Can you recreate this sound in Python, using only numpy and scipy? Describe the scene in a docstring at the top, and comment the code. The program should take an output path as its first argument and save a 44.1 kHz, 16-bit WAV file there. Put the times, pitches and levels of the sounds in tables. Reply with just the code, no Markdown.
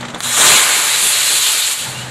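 """A small rocket motor burns on open gravel, a few metres from a phone: its jet is shaped, flickering noise.
First the fuse sputters in short bursts of grit and the igniter pops as a sharp pressure pulse. The jet swells
to a crackling roar that overloads the microphone, settles to a hiss and dies away; gliding bands of noise
make brief nozzle whistles, and low rumble makes gusts. A distant machine hums as two wandering tones over
coloured outdoor noise; both sink while the jet is loud."""
import sys
import numpy as np
from scipy import signal
from scipy.fft import rfft, irfft
from scipy.io import wavfile

SR = 44100
rng = np.random.default_rng(int(sys.argv[2]) if len(sys.argv) > 2 else 0)


def output_pcm(signal):
    """Save a mono or channel-first signal as 16-bit PCM at the path in sys.argv[1].

    Samples are clipped to [-1, 1] before scaling.
    """
    pcm = np.clip(np.atleast_2d(signal).T, -1, 1) * 32767
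    wavfile.write(sys.argv[1], SR, np.round(pcm).astype(np.int16))


N = 92610  # length of the scene in samples (2.1 s)

# rise and fall of the outdoor noise, relative to OUTDOOR_DB: (time [s], level [dB])
OUTDOOR_LEVEL = [(0, 2.5), (.05, 3.5), (.075, 1), (.125, -0.5), (.155, 2.5), (.185, 1.5), (.215, -9),
                 (.255, 1.5), (.33, -5.5), (.6, -10), (1.15, -11.5), (1.45, -18), (1.62, -23), (1.76, -11),
                 (1.82, -2), (1.86, 2), (2.1, 0.5)]
# tone balance of the outdoor noise: (frequency [Hz], relative level [dB per Hz])
OUTDOOR_COLOUR = [(25, -24), (70, -8.5), (130, 2.5), (200, -1.5), (400, -9), (550, -3), (700, -7.5),
                  (850, -4), (1100, -8), (1600, -6.5), (2700, -13.5), (4000, -15), (5300, -23.5),
                  (7400, -19), (10000, -30.5), (13500, -44), (14500, -65)]
OUTDOOR_DB = -31.5
# loudness of the distant machine's low tone, before its flutter: (time [s], level [dB])
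HUM_LEVEL = [(0, -39), (.185, -41), (.225, -60), (.265, -34), (.3, -43), (.7, -57), (.85, -55), (1.17, -47),
             (1.45, -51), (1.6, -62), (1.84, -56), (1.9, -32), (1.945, -39), (1.99, -30.5), (2.1, -34)]
# loudness of its upper tone, before its flutter: (time [s], level [dB])
UPPER_HUM_LEVEL = [(0, -37), (.04, -33.5), (.185, -39.5), (.215, -60), (.255, -34.5), (.31, -38),
                   (.37, -48), (.9, -58)]
HUM_HZ, UPPER_HUM_HZ = 126.3, 238.7
HUM_WANDER, HUM_FLUTTER_DB = .005, .7  # typical pitch drift as a fraction, typical level drift

# sputters of the fuse: (time [s], level before the burst shape [dB], low-pass corner [Hz])
SPUTTERS = [(.008, -24, 12000), (0.028, -18, 1500), (0.051, -24, 7000), (0.083, -24.5, 9000),
            (0.101, -26, 9000), (0.138, -22.5, 1100), (0.145, -21.5, 12000), (0.159, -22, 1200)]
# tone balance of the fuse and the gravel scatter: (frequency [Hz], relative level [dB per Hz])
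SPUTTER_COLOUR = [(50, -15), (150, -11), (600, -2), (1500, -1.5), (2700, -6), (3800, 0.5), (5300, -17.5),
                  (7400, -6), (9500, -15.5), (14000, -23)]
SPUTTER_ATTACK_S, SPUTTER_DECAY_S = 0.00053, 0.0072

# sharp pops, the igniter and then full thrust: (time [s], pulse level [dB])
POPS = [(.20531, -2.3), (.3775, -1)]
POP_LENGTH_S, POP_FRONT_S = .00007, .000025
POP_BOUNCE_S, POP_BOUNCE_DB = .00037, -2.5  # spacing and relative level of the bounce
POP_TAIL_DB, POP_TAIL_S = -21, .011  # gravel scatter relative to the pop, and its decay

# loudness of the jet's hiss before the trim HISS_DB: (time [s], level [dB])
HISS_LEVEL = [(.215, -21.5), (.25, -20.5), (.33, -16.5), (.365, -13.8), (.382, -11), (.44, -8), (.55, -8.5),
              (.67, -14), (.99, -14), (1.06, -14.5), (1.2, -14), (1.35, -13.5), (1.4, -15), (1.47, -12.5),
              (1.51, -14), (1.725, -16), (1.768, -22.5), (1.8, -20), (1.93, -26.3), (2.02, -27), (2.1, -33)]
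# loudness of the jet's low roar before the trim ROAR_DB: (time [s], level [dB])
ROAR_LEVEL = [(.21, -62), (.26, -29), (.357, -29), (.374, -20.5), (.43, -13), (.58, -17), (.66, -17.5),
              (.8, -20), (.92, -25), (1.25, -32.5), (1.72, -36), (1.8, -42)]
HISS_DB, ROAR_DB = -0.36, -0.5
# tone balance of the hiss while the motor flares: (frequency [Hz], relative level [dB per Hz])
FLARE_COLOUR = [(100, -44), (600, -14), (1300, -4.5), (2500, -5.5), (2900, -5.5), (3400, 0), (4050, -1),
                (4400, -6.5), (4850, -10.5), (5600, -8), (6500, -2.5), (7100, 2), (7900, 0), (8500, -2),
                (9300, -3.5), (10400, -7), (11600, -10.5), (12700, -14), (13500, -16), (15500, -29)]
# tone balance of the hiss once settled: (frequency [Hz], relative level [dB per Hz])
HISS_COLOUR = [(100, -29), (300, -19.5), (600, -13.5), (1200, -9.5), (2000, -6.5), (2900, -2.5),
               (4100, 0.5), (4600, -3.5), (5200, -9.5), (5900, -8.5), (6500, -4), (7100, -.5), (7900, -0.5),
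               (8500, -4.5), (9700, -4), (11500, -8.5), (12700, -12), (13600, -15.5), (14100, -57)]
SETTLE_S, SETTLE_LENGTH_S = 0.43, 0.25  # start and length of the change from flare to settled hiss
# tone balance of the roar as it breaks out: (frequency [Hz], relative level [dB per Hz])
BREAKOUT_COLOUR = [(40, -25), (120, -12), (300, -4.5), (600, 2), (1200, 3.5), (1700, 4.5), (2400, -1.5),
                   (3500, -2), (5000, -21), (8000, -0.5), (14000, -28)]
# tone balance of the roar afterwards: (frequency [Hz], relative level [dB per Hz])
ROAR_COLOUR = [(40, -25), (120, -11.5), (300, -6.5), (600, -0.5), (1000, 2.5), (1450, 3), (2400, 4.5),
               (3500, -3.5), (5000, -24), (8000, -1), (13500, -27), (14500, -55)]
BREAKOUT_END_S, BREAKOUT_FADE_S = .44, .06
# dulling of the hiss as the chamber empties: (time [s], gain of the top treble [dB])
TREBLE = [(1.75, 1), (1.9, -2.5), (2.1, -25)]
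TREBLE_HZ = 7150
# resonances that colour the jet, before they wander: (centre [Hz], width [Hz], lift [dB])
RESONANCES = [(866, 70, 2.5), (1053, 69, 2), (1235, 84, 3.5), (1460, 64, 3.5), (1620, 50, 2.5),
              (1820, 120, 2), (2300, 130, 3), (2680, 160, 1)]
RESONANCE_DRIFT, RESONANCE_DRIFT_PER_S = .02, 9  # pitch shift as a fraction, changes per second
# spurts of bright sizzle before the jet's flutter: (start [s], length [s], level [dB])
SIZZLES = [(0.181, 0.037, -37), (1.004, 0.13, -18), (1.3, 0.087, -21)]
SIZZLE_HZ, SIZZLE_WIDTH_HZ = 9350, 3700
# flicker of the exhaust's eddies, strongest in the blast: (time [s], spread [dB])
EDDIES = [(.25, 1.6), (.45, 2.2), (.7, 1.5), (1.65, 1.3), (1.8, .7)]
EDDY_DB, EDDY_PER_S = 1.5, 34.7  # flicker spread outside the jet; flicker speed everywhere
SHOCKS_PER_S, SHOCK_SPREAD_DB, SHOCK_DB = 3500, 2.5, -4
FLUTTER_DB, FLUTTER_PER_S = 0.38, 43
CATCH_S, CATCH_RISE_S = .213, .024  # when the motor catches, and how long it takes to open up
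VORTICES_PER_S, VORTEX_S, VORTEX_DB = 42, .06, -14.5  # level is relative to the gas noise
VORTEX_LOW_HZ, VORTEX_HIGH_HZ = 800, 4600

# breathy resonances of the nozzle:
# (start [s], length [s], first pitch [Hz], last pitch [Hz], width [Hz], level [dB])
WHISTLES = [(0.246, 0.092, 3950, 4030, 346, -29), (.48, 0.126, 3350, 3444, 1000, -19),
            (0.472, 0.11, 4000, 4060, 300, -22.5), (0.847, .11, 3850, 3860, 300, -26),
            (1.029, 0.095, 3480, 3420, 300, -25.5), (1.101, 0.076, 4180, 4050, 170, -24),
            (1.125, .06, 3800, 3680, 170, -26), (1.263, 0.15, 4130, 4010, 150, -25.5),
            (1.407, .07, 4100, 4220, 400, -27), (1.435, 0.062, 3450, 3140, 700, -20),
            (1.596, 0.033, 3610, 3760, 250, -20), (1.946, 0.1, 2780, 2990, 170, -34),
            (1.981, 0.1, 1540, 1620, 130, -42)]

# gusts of exhaust that buffet the microphone: (start [s], length [s], level [dB])
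GUSTS = [(0.406, 0.18, -27), (1.023, 0.058, -32.5), (1.294, 0.051, -36)]
# tone balance of their rumble: (frequency [Hz], relative level [dB per Hz])
RUMBLE_COLOUR = [(20, -16), (45, -9), (130, 0), (300, 0.5), (600, 2), (2000, -52)]

# echoes from the ground and nearby racks: (delay [s], level relative to the motor [dB])
ECHOES = [(.00482, -24.5), (.00682, -16.5), (0.0137, -14.5)]
CLIP_LEVEL, TOP_HZ = .9, 15600  # peak ceiling in the microphone, highest frequency kept


def undb(db):
    """Turn decibels into a gain."""
    return 10 ** (np.asarray(db) / 20)


def unit(x):
    """Scale a sound to an average strength (rms) of 1."""
    return x / (np.std(x) + 1e-12)


def noise():
    """White noise: every frequency equally strong."""
    return rng.standard_normal(N)


def clock():
    """Time of each sample in seconds."""
    return np.arange(N) / SR


def curve(rows):
    """Gain that follows (time, dB) points."""
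    times, db = np.array(rows).T
    return undb(np.interp(clock(), times, db))


def colour(x, points):
    """Reshape the frequencies of x by (Hz, dB) points and scale it to rms 1."""
    hz, db = np.array(points).T
    freqs = np.maximum(np.fft.rfftfreq(N, 1 / SR), 1)
    gain = undb(np.interp(np.log(freqs), np.log(hz), db))
    return unit(irfft(rfft(x) * gain, N))


def filtered(x, hz, kind, order=2):
    """Keep part of the frequency range with a smooth (Butterworth) filter."""
    edges = np.clip(hz, 10, .45 * SR)
    return signal.sosfilt(signal.butter(order, edges, kind, fs=SR, output="sos"), x)


def walk(rate):
    """Smooth random wandering, about rate changes a second, with a spread of 1."""
    return colour(noise(), [(1, 0), (rate / 2, 0), (rate * 2, -60), (rate * 4, -120)])


def swell(start, length, edge):
    """A loudness shape that opens, holds and closes with soft edges."""
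    t = clock() - start
    return (1 + np.tanh(t / edge)) * (1 + np.tanh((length - t) / edge)) / 4


def burst(start, attack, decay):
    """A quick rise and an exponential fall."""
    t = np.maximum(clock() - start, 0)
    return (1 - np.exp(-t / attack)) * np.exp(-t / decay)


def fade(start, length):
    """A straight line from 0 to 1."""
    return np.clip((clock() - start) / length, 0, 1)


def turbulence(eddy_db):
    """Mixing gas: bands of noise that flicker with their own eddies, peppered with tiny shocks."""
    edges = np.geomspace(300, 16000, 18)
    gas = filtered(noise(), edges[0], "low")  # the lowest band stays steady
    for low, high in zip(edges, edges[1:]):
        flicker = undb(eddy_db * walk(EDDY_PER_S))
        gas = gas + filtered(noise(), [low, high], "band") * flicker
    sizes = undb(SHOCK_SPREAD_DB * np.minimum(rng.exponential(size=N), 3.5))
    happens = rng.random(N) < SHOCKS_PER_S / SR
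    shocks = happens * sizes * np.sign(noise())
    return unit(gas) + undb(SHOCK_DB) * unit(shocks)


def outdoor_noise():
    """Gas-like noise given an outdoor tone balance and a changing level."""
    return undb(OUTDOOR_DB) * colour(turbulence(EDDY_DB), OUTDOOR_COLOUR) * curve(OUTDOOR_LEVEL)


def machine_hum():
    """Two tones of a distant machine, each drifting slightly in pitch and level."""
    out = np.zeros(N)
    for hz, levels in [(HUM_HZ, HUM_LEVEL), (UPPER_HUM_HZ, UPPER_HUM_LEVEL)]:
        pitch = hz * (1 + HUM_WANDER * walk(13.5))
        tone = np.sqrt(2) * np.sin(2 * np.pi * np.cumsum(pitch) / SR)
        out += tone * curve(levels) * undb(HUM_FLUTTER_DB * walk(25))
    return out


def fuse():
    """Short gritty sputters before the motor catches: bursts of noise, some dull and some bright."""
    grit = colour(turbulence(EDDY_DB), SPUTTER_COLOUR)
    out = np.zeros(N)
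    for start, db, corner_hz in SPUTTERS:
        sputter = unit(filtered(grit, corner_hz, "low"))
        out += undb(db) * sputter * burst(start, SPUTTER_ATTACK_S, SPUTTER_DECAY_S)
    return out


def shock(at):
    """A pressure pulse that builds, flips sharply from positive to negative, and recovers."""
    t = clock() - at
    outside_front = np.maximum(np.abs(t) - POP_FRONT_S, 0)
    return -np.tanh(t / POP_FRONT_S) * np.exp(-outside_front / POP_LENGTH_S)


def pops():
    """Each pop is a steep pressure pulse, its inverted bounce off the ground and a scatter from the gravel."""
    gravel = undb(POP_TAIL_DB) * colour(noise(), SPUTTER_COLOUR)
    out = np.zeros(N)
    for start, db in POPS:
        bounce = -undb(POP_BOUNCE_DB) * shock(start + POP_BOUNCE_S)
        scatter = gravel * burst(start, SPUTTER_ATTACK_S, POP_TAIL_S)
        out += undb(db) * (shock(start) + bounce + scatter)
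    return out


def vortices():
    """Vortices shed by the jet at random moments: short tones that flare up and fade at random pitches."""
    size = int(VORTEX_S * SR)
    out, t = np.zeros(N + size), np.arange(size) / SR
    for when, pitch in rng.random((int(VORTICES_PER_S * N / SR), 2)):
        hz = VORTEX_LOW_HZ * (VORTEX_HIGH_HZ / VORTEX_LOW_HZ) ** pitch
        start = int(when * N)
        out[start:start + size] += np.hanning(size) * np.sin(2 * np.pi * hz * t)
    return undb(VORTEX_DB) * out[:N]


def lifted(x, scale):
    """Boost the resonant bands; a larger scale moves them lower in pitch."""
    freqs = np.fft.rfftfreq(N, 1 / SR) * scale
    lift_db = sum(db / (1 + (2 * (freqs - hz) / width) ** 2) for hz, width, db in RESONANCES)
    return irfft(rfft(x) * undb(lift_db), N)


def resonate(x):
    """Lift narrow bands that wander with the hot gas, without changing the overall level."""
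    share = (1 + np.tanh(2 * walk(RESONANCE_DRIFT_PER_S))) / 2
    higher, lower = lifted(x, 1 - RESONANCE_DRIFT), lifted(x, 1 + RESONANCE_DRIFT)
    return unit(share * higher + (1 - share) * lower) * np.std(x)


def hiss(gas):
    """The lasting bright part of the exhaust, which settles after the flare and dulls at the end."""
    settled = fade(SETTLE_S, SETTLE_LENGTH_S)
    blend = (1 - settled) * colour(gas, FLARE_COLOUR) + settled * colour(gas, HISS_COLOUR)
    full = blend * curve(HISS_LEVEL) * undb(HISS_DB)
    dull = filtered(full, TREBLE_HZ, "low", order=1)
    return dull + (full - dull) * curve(TREBLE)


def roar(plume):
    """The low part of the exhaust, deeper as it breaks out and early to fade."""
    opened = fade(BREAKOUT_END_S, BREAKOUT_FADE_S)
    blend = (1 - opened) * colour(plume, BREAKOUT_COLOUR) + opened * colour(plume, ROAR_COLOUR)
    return blend * curve(ROAR_LEVEL) * undb(ROAR_DB)


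def sizzle():
    """Spurts of bright noise in a band of high frequencies."""
    band = [SIZZLE_HZ - SIZZLE_WIDTH_HZ / 2, SIZZLE_HZ + SIZZLE_WIDTH_HZ / 2]
    spurts = sum(undb(db) * swell(start, length, length / 6) for start, length, db in SIZZLES)
    return unit(filtered(noise(), band, "band", order=3)) * spurts


def jet():
    """The exhaust: turbulent roar, hiss and sizzle, fluttering together with the uneven burn."""
    eddy_db = np.interp(clock(), *np.array(EDDIES).T)
    gas = turbulence(eddy_db) + vortices()
    plume = turbulence(eddy_db) + vortices()
    lit = fade(CATCH_S, CATCH_RISE_S)
    exhaust = resonate(hiss(gas) + roar(plume)) * lit
    return (exhaust + sizzle()) * undb(FLUTTER_DB * walk(FLUTTER_PER_S))


def whistles():
    """Gliding resonances of the nozzle, driven by the flow: narrow noise around a moving pitch."""
    out = np.zeros(N)
    for start, length, first_hz, last_hz, width, db in WHISTLES:
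        pitch = np.interp(clock(), [start, start + length], [first_hz, last_hz])
        phase = 2 * np.pi * np.cumsum(pitch) / SR
        # two random strengths blur the pure tone into a breathy band
        tone = walk(width) * np.cos(phase) + walk(width) * np.sin(phase)
        out += undb(db) * tone * swell(start, length, 0.0057)
    return out


def gusts():
    """Low rumble when the exhaust surges: deep noise that swells and fades."""
    surges = sum(undb(db) * swell(start, length, 0.029) for start, length, db in GUSTS)
    return colour(noise(), RUMBLE_COLOUR) * surges


def with_echoes(motor):
    """Add delayed copies, then scale down to make up for their added energy."""
    echoes = np.zeros(N)
    for delay, db in ECHOES:
        echoes += undb(db) * np.pad(motor, (int(abs(delay) * SR), 0))[:N]
    return (motor + echoes) / np.sqrt(1 + sum(undb(db) ** 2 for _, db in ECHOES))


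def scene():
    """The motor with its echoes over the background, the same in both channels."""
    background = outdoor_noise() + machine_hum()
    motor = fuse() + jet() + whistles()
    mono = background + with_echoes(motor) + pops() + gusts()
    return np.array([mono, mono])


def record(dry):
    """The phone flattens the highest peaks and cuts the top frequencies."""
    clipped = dry / (1 + (dry / CLIP_LEVEL) ** 8) ** (1 / 8)
    return signal.sosfilt(signal.ellip(8, .2, 70, TOP_HZ, fs=SR, output="sos"), clipped)


dry = scene()
out = record(dry)
output_pcm(out)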